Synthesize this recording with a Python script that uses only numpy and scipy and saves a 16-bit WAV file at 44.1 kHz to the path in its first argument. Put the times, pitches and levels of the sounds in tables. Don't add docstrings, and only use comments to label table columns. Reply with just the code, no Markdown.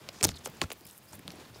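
import sys
import numpy as np
from scipy import signal
from scipy.io import wavfile

SR = 44100
rng = np.random.default_rng(int(sys.argv[2]) if len(sys.argv) > 2 else 0)


def elevation(decibels):
    levels = np.asarray(decibels, float)
    return 10 ** (levels / 20)


def dump(signal):
    limited = np.clip(np.atleast_2d(signal).T, -1, 1)
    pcm = np.round(limited * 32767).astype(np.int16)
    wavfile.write(sys.argv[1], SR, pcm)


N = 70560

BREAK_LAG_S = 0.00095
SOFT_CUTOFF_HZ = 15850


def curve(rows, x, log=False):
    a, b = np.transpose(rows)
    if log:
        return np.interp(np.log(x), np.log(a), b)
    return np.interp(x, a, b)


def peak_one(x):
    return x / (np.abs(x).max() + 1e-12)


def rms_one(x):
    return x / np.sqrt(np.mean(x ** 2) + 1e-20)


def add(out, s, x):
    i = max(int(s * SR), 0)
    out[i:i + len(x)] += x[:len(out) - i]


def band(x, low_hz, high_hz, order=2):
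    limits = [low_hz, min(high_hz, .45 * SR)]
    return signal.sosfilt(signal.butter(order, limits, "band", fs=SR, output="sos"), x)


def around(x, hz, octaves, order=2):
    return band(x, hz * 2 ** -octaves, hz * 2 ** octaves, order)


def cut_top(x, hz):
    return signal.sosfilt(signal.cheby2(18, 60, hz * 1.02, fs=SR, output="sos"), x)


def drift(rate):
    r = np.exp(-2 * np.pi * rate / SR)
    wander = signal.lfilter([1], [1, -2 * r, r * r], rng.standard_normal(2 * N))
    return rms_one(wander[N:])


def crack(noise, hz, decay_s, octaves, wide_db):
    n = np.arange(len(noise))
    burst = (noise + 3.8 * (n == 0)) * np.exp(-n / SR / decay_s)
    body = around(burst, hz, octaves)
    edge = band(burst, hz * 0.7, min(hz * 2.1, 15000), order=1)
    return peak_one(peak_one(body) + elevation(wide_db) * peak_one(edge))


def rough(noise):
    return 1 + .55 * rms_one(band(noise[::-1], 150, 1500, order=1))


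# t/s, peak level/dB, crack f/Hz, bending
# wave level/dB (from the peak)
SNAPS = [(0.088, -21, 3800, -25), (0.0913, -28.5, 3770, -25), (0.2097, -25, 2470, -23),
         (0.2279, -11, 6000, -17), (0.2335, -9.5, 7260, -20.5), (0.2385, -8, 8200, -15.5),
         (0.2460, -5.5, 6300, -24.5), (0.2578, -36, 3600, -30), (0.2893, -16.5, 4260, -16),
         (0.2903, -23, 9050, -30), (0.4584, -24, 6100, -8), (0.6364, -28.5, 5800, -8),
         (0.7027, -33, 9000, -1), (0.7158, -23.5, 3250, -12.5), (0.7223, -34.5, 3180, -35),
         (0.732, -41, 3320, -26), (1.2779, -24, 3400, -16.5), (1.278, -29, 7400, -27),
         (1.304, -30, 3600, -24),
         (0.211, -24.5, 3540, -16), (0.2409, -13.5, 5500, -20.5), (0.2495, -7, 5750, -18),
             (.615, -12, 3020, -10), (.6153, -20, 6400, -38), (0.6186, -21.5, 4600, -10),
             (0.7193, -29.5, 5900, -27), (0.2990, -36, 4500, -20), (0.7084, -38, 6040, -33),
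             (0.2329, -14, 8400, -17), (0.2404, -7, 6430, -20.5), (0.2426, -14, 8000, -36),
             (0.2457, -6, 9900, -34), (0.2518, -22, 5800, -19), (0.4576, -20.5, 6500, -23)]


def twigs():
    bend_hz_at_1ms, bend_law, bend_decay_s = 1956, 1.105, 0.0033
    out = np.zeros(N)
    t = np.arange(1, 900) / SR
    sweep_hz = np.minimum(bend_hz_at_1ms * (t / 0.001002) ** -bend_law, 3000)
    swell = peak_one((1 - np.exp(-t / 0.00042)) * np.exp(-t / bend_decay_s))
    bend = np.sin(2 * np.pi * np.cumsum(sweep_hz) / SR) * swell
    for s, db, hz, bend_db in SNAPS:
        noise = rng.standard_normal(len(t))
        snap = crack(noise, hz, decay_s=0.00033, octaves=0.45, wide_db=-4)
        snap = snap + elevation(bend_db) * bend * rough(noise)
        add(out, s + BREAK_LAG_S, elevation(db) * snap)
    return out


# start t/s, length t/s, level/dB, slip rate f/Hz, level/dB per overtone
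SQUEAKS = [
    (0.448, 0.0105, -50, 1790, -0.5),
    (0.606, 0.0097, -36, 3060, -30),
]


def squeaks():
    wobble, flicker_db = .012, 4
    out = np.zeros(N)
    for s, length, db, hz, tilt_db in SQUEAKS:
        u = np.linspace(0, 1, int(length * SR))
        rate_hz = hz * (1 - .1 * np.exp(-6 * u) + wobble * drift(300)[:len(u)])
        turns = np.cumsum(rate_hz) / SR
        tone = u ** 2 * elevation(.3 * tilt_db + 9) * np.sin(2 * np.pi * turns) * (tilt_db < -10)
        for k in range(2, int(13500 / hz) + 1):
            level = elevation(tilt_db * k + flicker_db * drift(250)[:len(u)])
            tone += level * np.sin(2 * np.pi * (k * turns + rng.random()))
        fade = np.clip(np.minimum(u, 1 - u) * 15, 0, 1)
        add(out, s, elevation(db) * tone * fade)
    return out


# t/s, peak level/dB, f/Hz
TICKS = [(0.1435, -44, 6500), (0.1452, -44, 1500), (0.1885, -43, 6000), (0.2694, -37, 3710),
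         (0.2834, -32, 4800), (0.2957, -38, 2600), (0.3055, -41, 5000), (0.3105, -41, 5800),
         (0.3155, -41, 1600), (0.4625, -39, 3500), (0.4704, -38, 2500), (0.5581, -46, 2630),
         (0.6265, -33, 5800), (0.6298, -34, 5000), (0.6328, -35, 5600), (0.6404, -39, 5800),
         (0.6458, -39, 6200), (0.8086, -44, 6130), (0.8538, -44, 2500), (1.1925, -43, 2000),
         (1.288, -47, 4000), (1.3155, -46, 4800), (1.4514, -47, 3800), (1.5015, -48, 1400),
         (1.5464, -47, 5140),
         (0.4738, -40, 14200), (0.271, -36, 13500), (0.4984, -40, 14900), (0.5487, -45, 12200),
              (0.5688, -42.5, 7440), (0.6215, -42, 12000), (0.7257, -25.5, 14700), (0.8528, -37, 12300),
              (0.8663, -39, 9500), (0.849, -49, 11000), (0.897, -42, 12000), (0.8745, -40, 9000),
              (0.9096, -38, 7490), (0.9574, -51, 10800), (0.9777, -33, 10300), (0.9834, -39, 12000),
              (1.132, -35, 7300), (1.1414, -37, 10900), (1.1524, -34.5, 14300), (1.1917, -41.5, 9600),
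              (1.3174, -39, 11000), (1.319, -40, 5000), (1.3568, -42, 8300)]


def leaf_ticks():
    out = np.zeros(N)
    for s, db, hz in TICKS:
        tick = crack(rng.standard_normal(500), hz, decay_s=.0009, octaves=.38, wide_db=-11)
        add(out, s + BREAK_LAG_S, elevation(db) * tick)
    return out


# start t/s, length t/s, level/dB, centre f/Hz
RUSTLES = [(0.128, 0.081, -58, 5750), (0.207, 0.01, -53.5, 6100), (0.228, 0.0078, -38, 6400),
           (0.251, 0.0034, -29.5, 7640), (0.253, 0.047, -49, 4500), (0.283, 0.0026, -42.5, 5000),
           (0.291, 0.029, -51, 5730), (0.357, 0.015, -56, 7500), (0.383, 0.0095, -55.5, 6960),
           (0.447, 0.009, -49, 9000), (0.44, 0.008, -56, 6000), (0.454, .02, -50, 6700),
           (0.472, 0.0054, -48, 14000), (0.617, 0.018, -49, 5760), (0.626, 0.0032, -52, 11000),
           (0.701, 0.0035, -54, 6030), (0.7178, 0.004, -45, 8900), (0.726, 0.0077, -50.5, 11100),
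           (0.85, 0.006, -55.5, 13200), (0.866, 0.012, -53.5, 11100), (0.883, 0.02, -56.5, 11000),
           (0.868, 0.039, -59, 4460), (.912, 0.019, -62, 12000), (0.927, 0.066, -61, 10700),
           (1.025, 0.033, -64.5, 12000), (1.08, 0.033, -62, 11000), (1.124, 0.013, -55.5, 7800),
           (1.138, 0.019, -55, 11400), (1.16, 0.013, -64, 11000), (1.191, 0.0053, -57.5, 11200),
           (1.307, 0.1, -86, 3800), (1.544, 0.026, -59, 4830), (0.549, 0.016, -66, 6000),
           (0.2393, 0.003, -24.5, 7500), (0.2685, 0.0045, -42, 13300), (0.773, 0.045, -64, 14290)]


def rustles():
    count, grains_per_s, grain_spread_db, flicker_db = 7, 6000, 3.5, 5.0
    spacing_octaves, leaf_octaves, edge_s = .55, .13, .0012
    out = np.zeros(N)
    flicker = [flicker_db * 1.4 * np.tanh(drift(86)) for k in range(count)]
    grain_db = grain_spread_db * np.minimum(rng.exponential(1, (count, N)), 3)
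    sizes = elevation(grain_db + flicker) * rng.choice([-1, 1], (count, N))
    grains = sizes * (rng.random((count, N)) < grains_per_s / SR)
    for s, length, db, hz in RUSTLES:
        t = np.arange(int((length + 2 * edge_s) * SR)) / SR
        fade = np.clip(np.minimum(t, t[-1] - t) / edge_s, 0, 1)
        piece = grains[:, int(s * SR):][:, :len(t)] * fade
        burst = 0
        for away, leaf in zip(np.linspace(-2, 1, count), piece):
            leaf_hz = min(hz * 2 ** (away * spacing_octaves), 15000)
            colour = rms_one(around(leaf, leaf_hz, leaf_octaves, order=1))
            burst = burst + elevation(-6.0 * away ** 2) * colour
        add(out, s - edge_s, elevation(db) * rms_one(burst))
    return cut_top(out, SOFT_CUTOFF_HZ)


# start t/s, length t/s, level/dB, f/Hz
SCRAPES = [
    (0.356, 0.019, -50.5, 4160),
    (0.34, 0.011, -50.5, 4100),
    (0.37, 0.008, -49, 3500),
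    (0.251, 0.005, -34, 5800),
    (0.451, 0.007, -49, 5290),
]


def scrapes():
    out = np.zeros(N)
    for s, length, db, hz in SCRAPES:
        u = np.linspace(0, 1, int(length * SR))
        grains = rng.standard_normal(SR // 20)[:len(u)] ** 3
        ring = rms_one(around(grains, hz, .16))
        add(out, s, elevation(db) * np.sin(np.pi * u) ** .5 * ring)
    return out


# t/s, peak level/dB, f/Hz, time to fall 60 dB t/s
THUMPS = [(0.21, -38.5, 426, 0.061), (0.233, -32, 122, 0.064), (.25, -22, 305, 0.025),
          (0.25, -29, 104.5, 0.16), (0.286, -34, 54.5, 0.087), (.32, -41, 82, 0.22),
          (.471, -37.5, 513, 0.042), (0.49, -44, 164, 0.052), (0.089, -41.5, 560, 0.021),
          (0.62, -33.5, 1120, 0.032), (0.5, -55, 65, 0.11), (0.739, -52, 140, 0.092),
          (1.13, -47.5, 880, 0.049), (.62, -34, 377, 0.033), (0.63, -30.5, 262, 0.038),
          (0.64, -32.5, 93, 0.079), (.72, -43, 460, 0.024), (.81, -51.5, 330, 0.064),
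          (.855, -46, 142, 0.042), (1.18, -48, 250, 0.04), (1.135, -49.5, 103, 0.26),
          (1.196, -45, 185, 0.038), (1.251, -45.5, 173, 0.12), (1.283, -43.5, 171, 0.13),
          (1.336, -47.5, 307, 0.065), (1.385, -44, 318, 0.036), (1.56, -44, 425, 0.022),
          (1.499, -51, 114, 0.51), (.459, -41, 900.6, 0.019), (.638, -35.5, 1380, 0.017),
          (.615, -41.5, 148, .08), (.27, -36.5, 490, 0.019), (.283, -36.5, 194.6, 0.088)]


def thumps():
    attack_s, roughness = 0.0014, 0.56
    out = np.zeros(N)
    t = np.arange(SR // 3) / SR
    for s, db, hz, t60 in THUMPS:
        noise = rng.standard_normal(len(t))
        shape = peak_one((1 - np.exp(-t / attack_s)) * elevation(-60 * t / max(t60, .01)))
        tone = np.sin(2 * np.pi * hz * t) + roughness * rms_one(band(noise, hz * 0.44, hz * 2.15))
        add(out, s, elevation(db) * shape * tone)
    return out


def wood(x):
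    echo_t60_s = 0.19
    t = np.arange(SR // 4) / SR
    scatter = band(rng.standard_normal(len(t)), 250, 3800, order=1)
    tail = scatter * elevation(-60 * t / echo_t60_s) * (t > .004)
    return signal.fftconvolve(x, tail / np.sqrt(np.sum(tail ** 2)))[:N]


# start t/s, level/dB
CHIRPS = [
    (.152, -66),
    (.827, -60.5),
    (1.069, -60),
    (1.535, -60),
]


def bird():
    length_s, from_hz, to_hz = .034, 4150, 5550
    out = np.zeros(N)
    u = np.linspace(0, 1, int(length_s * SR))
    hz = from_hz + (to_hz - from_hz) * u ** .9
    chirp = np.sin(np.pi * u ** 1.6) ** .8 * np.sin(2 * np.pi * np.cumsum(hz) / SR)
    for s, db in CHIRPS:
        add(out, s, elevation(db + 3) * chirp)
    return out * elevation(4 * np.tanh(drift(150))) + .45 * wood(out)


def banded_noise(spectrum, patchy_db, rate):
    out = 0
    together = 2.24 * np.tanh(drift(rate))
    edges = 30 * 2 ** np.arange(0, 9.6, .5)
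    white = rng.standard_normal((2, N))
    for k, (low, high) in enumerate(zip(edges, edges[1:])):
        flicker_db = patchy_db * (together + np.tanh(drift(rate)))
        db = curve(spectrum, np.sqrt(low * high), log=True) + flicker_db
        out = out + elevation(db) * band(white[k % 2], low, high)
    return rms_one(out)


# t/s, level/dB
MOTION = [(0, -56), (.1, -52), (.3, -56), (.4, -53), (.5, -53), (.7, -56.5), (.8, -57.5), (.92, -59),
          (1.1, -59.5), (1.135, -52.5), (1.23, -55.5), (1.4, -50.5), (1.52, -57), (1.6, -53)]
# f/Hz, level/dB (per Hz)
SWISH = [(35, -43), (60, -6.5), (147, -3), (386, -8), (4630, -20), (10000, -31.5), (13000, -73),
         (22000, -120)]


def swish():
    motion_db = curve(MOTION, np.arange(N) / SR)
    return elevation(motion_db) * banded_noise(SWISH, patchy_db=1.0, rate=31)


# f/Hz, level/dB (per Hz)
HUSH = [(18, -40), (30, 6), (98, 7.5), (210, -17), (384, -30), (461, -13), (1350, -9.5), (4910, -12),
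        (16000, -9.5)]


def hush():
    return elevation(-63) * banded_noise(HUSH, patchy_db=1.1, rate=10.4)


def scene():
    near = twigs() + squeaks() + leaf_ticks() + rustles() + scrapes()
    echo = elevation(-26) * wood(near)
    background = cut_top(swish() + hush(), SOFT_CUTOFF_HZ)
    return (near + echo + thumps() + bird() + background)[None]


def roll_off(x):
    return signal.sosfilt(signal.butter(12, 16840, fs=SR, output="sos"), x)


def record(dry):
    topped = cut_top(dry, 16450)
    mix = signal.sosfilt(signal.butter(2, 45, "high", fs=SR, output="sos"), topped)
    return roll_off(mix)


dry = scene()
out = record(dry)
dump(out)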